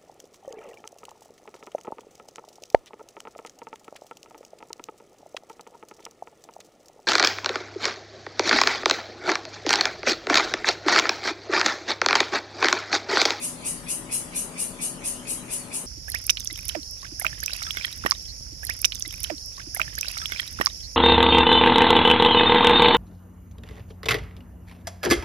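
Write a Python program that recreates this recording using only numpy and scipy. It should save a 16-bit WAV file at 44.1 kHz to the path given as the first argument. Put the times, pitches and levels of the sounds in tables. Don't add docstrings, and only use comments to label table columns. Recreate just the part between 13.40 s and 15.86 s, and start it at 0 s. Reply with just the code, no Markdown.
import sys
import numpy as np
from scipy import signal
from scipy.fft import rfft, irfft
from scipy.io import wavfile
from scipy.ndimage import uniform_filter1d

SR = 44100
rng = np.random.default_rng(int(sys.argv[2]) if len(sys.argv) > 2 else 0)


def generate_wav(sig):
    pcm = np.round(np.clip(np.atleast_2d(sig).T, -1, 1) * 32767).astype(np.int16)
    wavfile.write(sys.argv[1], SR, pcm)


def volts_from_db(level):
    exponent = np.asarray(level, float) / 20
    return 10 ** exponent


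N = 108486
LEAD_IN = 22050
CONTROL = 32


def evened(x):
    return x / np.sqrt(np.mean(x ** 2) + 1e-20)


def read(points, hz):
    f, value = np.transpose(points)
    return np.interp(np.log(hz + 1), np.log(f + 1), value)


def smoothed(x, along_hz, along_time):
    return uniform_filter1d(uniform_filter1d(x, size=along_hz, axis=0), size=along_time, axis=1)


def wander(per_s, size):
    r = np.exp(-2 * np.pi * per_s / SR)
    drift = signal.lfilter([1], [1, -2 * r, r * r], rng.standard_normal(size + SR))
    return evened(drift[SR:])


def resonate(x, hz, width_hz):
    turn = np.exp(2j * np.pi * np.cumsum(hz * np.ones(len(x))) / SR)
    r = np.exp(-np.pi * abs(width_hz) / SR)
    smooth = signal.lfilter([(1 - r) ** 2], [1, -2 * r, r * r], x / turn)
    return 2 * (turn * smooth).real


def since(lead_s, rise_s):
    # start_s, length_s, effort_db
    throbs = [(0.023, 0.078, -30.5), (0.255, 0.084, -30), (0.491, 0.082, -29.5), (0.721, 0.082, -29.5),
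              (0.956, 0.072, -30), (1.187, 0.086, -30), (1.417, 0.074, -30), (1.65, 0.07, -30),
              (1.882, 0.08, -30.5), (2.111, 0.072, -31), (2.335, 0.072, -31)]
    starts, _, effort_db = np.transpose(throbs)
    starts = np.append(starts[0] - 0.19, starts)
    effort_db = np.append(effort_db[0], effort_db)
    now = np.arange(-LEAD_IN, N, CONTROL) / SR
    return now - starts[:, None] + lead_s + rise_s / 2, effort_db[:, None]


def effort(lead_s, rise_s, hold_s):
    fast_db_per_s, slow_db_per_s, slow_db = 357, 153, -15.5
    t, effort_db = since(lead_s, rise_s)
    after = np.maximum(t - rise_s - hold_s, 0)
    drop = volts_from_db(-fast_db_per_s * after) * (1 - volts_from_db(slow_db))
    trail = volts_from_db(slow_db - slow_db_per_s * after)
    swell = np.sin(np.pi / 2 * np.clip(t / rise_s, 0, 1)) ** 2
    shape = swell * (drop + trail) * volts_from_db(effort_db)
    return np.repeat(shape.sum(0), CONTROL)[:LEAD_IN + N]


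def abdomen(drive):
    lead_s, rise_s, hold_s = .031, .01, .05
    shut_hz, open_hz, opening_s = 2200, 2860, .06
    t = since(lead_s, rise_s)[0]
    age = np.where(t > 0, t, 9).min(0)
    age = np.repeat(age, CONTROL)[:len(drive)]
    hz = shut_hz + (open_hz - shut_hz) * np.clip(age / opening_s, 0, 1)
    ring = volts_from_db(-14.5) * evened(resonate(drive, hz, 260))
    low_ring = volts_from_db(-22.5) * evened(resonate(drive, 2440, 430))
    return (ring + low_ring) * effort(lead_s, rise_s, hold_s)


def rib_clicks(size):
    clicks_per_s, jitter, size_db, rasp = 480, .35, 1, 0.52
    turns = np.cumsum(clicks_per_s * np.exp(jitter * wander(250, size))) / SR
    clicks = np.diff(np.floor(turns), prepend=0) * volts_from_db(size_db * rng.standard_normal(size))
    puffs = signal.lfilter([1], [1, -.98], clicks) * rng.standard_normal(size)
    return (1 - rasp) * evened(clicks) + rasp * evened(puffs)


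def tymbal():
    # pitch_hz, width_hz, level_db, lead_s
    modes = [(2970, 72, -29, 0.0022), (3480, 400, -24, 0.022), (3922, 480, -20.5, .016),
             (4692, 890, -16, .012), (5310, 930, -16, 0.011), (6568, 1120, -6, 0.0025),
             (7953, 1170, -11.5, 0.0016), (9100, 1050, -1.5, 0.00074), (10275, 920, -1.5, 0.0018),
             (10960, 2200, -8, 0.0012), (12330, 270, -27, 0.0011)]
    drive = rib_clicks(LEAD_IN + N)
    bend = 1 + 0.0087 * wander(60, len(drive))
    song = abdomen(drive)
    for k, (hz, width_hz, db, lead_s) in enumerate(modes):
        ring = evened(resonate(drive, hz * bend, width_hz))
        song = song + (-1) ** k * volts_from_db(db) * effort(lead_s, rise_s=0.038, hold_s=0.013) * ring
    return volts_from_db(-4) * song


def cicada():
    a, b = tymbal(), tymbal()
    across = .4
    return np.array([a + across * b, b + across * a])


def scatter(t60_s, level_db):
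    taps = np.zeros((2, LEAD_IN))
    at = np.arange(20, LEAD_IN - 20, 20) + rng.integers(0, 20, (2, (LEAD_IN - 21) // 20))
    np.put_along_axis(taps, at, rng.choice([-1., 1.], at.shape), 1)
    taps = taps * volts_from_db(-60 * np.arange(LEAD_IN) / SR / t60_s)
    return volts_from_db(level_db) * taps / np.linalg.norm(taps[0])


def leaves(x):
    bark = scatter(t60_s=.012, level_db=-9)
    foliage = scatter(t60_s=0.29, level_db=3)
    taps = bark + foliage
    taps[0, 16], taps[1, 0] = 1, 1
    return signal.fftconvolve(x, taps, axes=1)[:, LEAD_IN:LEAD_IN + N]


def fan():
    # multiple_of_speed, level_db
    orders = [(1, -64.5), (2, -62.5), (4, -50.5), (5, -59.5), (6, -64), (9, -57), (10, -60.5), (14, -67.5),
              (16, -63), (20, -65)]
    # pitch_hz, width_hz, level_db
    drones = [(36.9, 4.5, -56), (165.2, 24.5, -52.5), (231.5, 28, -57)]
    turns = np.cumsum(62.6 * (1 + 0.00049 * wander(3.7, N))) / SR
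    hum = np.zeros(N)
    for multiple, db in orders:
        level = volts_from_db(db + 2.5 + 1.08 * wander(5.7, N))
        hum += level * np.sin(2 * np.pi * (round(multiple) * turns + rng.random()))
    for hz, width_hz, db in drones:
        hum += volts_from_db(db) * evened(resonate(rng.standard_normal(N), hz, width_hz))
    return np.array([hum, np.roll(hum, 4)])


def air(spectrum, level_db, patchy_db):
    # pitch_hz, likeness (0-1)
    likeness = [(30, .97), (80, 1.2), (160, 0.76), (300, 0.6), (600, .5), (1200, -0.24), (4000, 0.23)]
    frames, hz = N // 256 + 5, np.fft.rfftfreq(1024, 1 / SR)
    a, b, c, d, patches = rng.standard_normal((frames, 513, 5)).T
    patches = evened(smoothed(patches, 8, 12))
    same = np.clip(read(likeness, hz), 0, 1)[:, None]
    left = a + 1j * b
    right = same * left + np.sqrt(1 - same ** 2) * (c + 1j * d)
    z = np.array([left, right]) * volts_from_db(read(spectrum, hz)[:, None] + patchy_db * patches)
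    noise = signal.istft(z, nperseg=1024, noverlap=768)[1][:, :N]
    return volts_from_db(level_db) * evened(noise)


def town():
    # pitch_hz, level_db per Hz
    rumble = [(12, -43), (20, -15), (86, -11), (245, -5), (353, -8.5), (572, -13), (667, -14),
              (1020, -13.5), (2000, -24.5), (2600, -60), (4400, -120)]
    return air(rumble + [(2600, -64)], -44, 0.69)


def far_chorus():
    # pitch_hz, level_db per Hz
    chorus = [(1060, -43), (1800, -2), (2620, -2), (3750, -4), (6600, -3), (7340, -5), (9150, -4),
              (10900, -3), (12700, -26), (16500, -54), (22000, -120)]
    return air([(1300, -70)] + chorus, -46.5, 3.9)


def hiss():
    # pitch_hz, level_db per Hz
    floor = [(11500, -30), (12800, -1), (15000, 0), (16000, -3), (17000, -60)]
    return air(floor, -78, 3.2)


def scene():
    return leaves(cicada()) + fan() + town() + far_chorus() + hiss()


def masked(x):
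    lo_hz, hi_hz = 3050, 7800
    hz, _, z = signal.stft(x, SR, nperseg=2048, noverlap=1024)
    raw = (abs(z) ** 2).sum(0)
    bands, frames = raw.shape

    whim = evened(smoothed(rng.standard_normal((bands, frames)), 7, 3))
    power = smoothed(raw, 7, 2)
    weak = power < volts_from_db(2 * (-4.3 + 4.6 * whim)) * uniform_filter1d(power, size=30, axis=0)
    weak = weak & ((hz > lo_hz) & (hz < hi_hz))[:, None]

    treble = raw[hz > hi_hz].sum(0)
    treble = treble / np.percentile(treble, 90)
    blocks = rng.random((bands // 12 + 1, frames))
    thin = np.repeat(blocks, 12, axis=0)[:bands] > .45
    edge_hz = 12100 + 500 * np.minimum(treble, 1) ** .25
    loud_before = np.roll(treble, 1) > volts_from_db(2 * -14)
    top = (hz[:, None] > edge_hz) & (thin | loud_before)

    gain = np.where(weak, volts_from_db(-45), 1) * ~(top | (hz > 15100)[:, None])
    return signal.istft(z * gain, SR, nperseg=2048, noverlap=1024)[1][:, :N]


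def roll_off(x):
    return signal.sosfilt(signal.butter(12, 15300, fs=SR, output="sos"), x)


def record(dry):
    # pitch_hz, level_db
    balance = [(60, 4.0), (130, 7), (270, 5.8), (590, 3.7), (1250, 5.8), (2680, 1.1), (5720, 0.33),
               (12200, 7.1)]
    tilt = volts_from_db(read(balance, np.fft.rfftfreq(N, 1 / SR)) / 2)
    ports = irfft(rfft(dry, axis=1) * np.array([tilt, 1 / tilt]), N, axis=1)
    return roll_off(masked(ports))


dry = scene()
out = record(dry)
generate_wav(out)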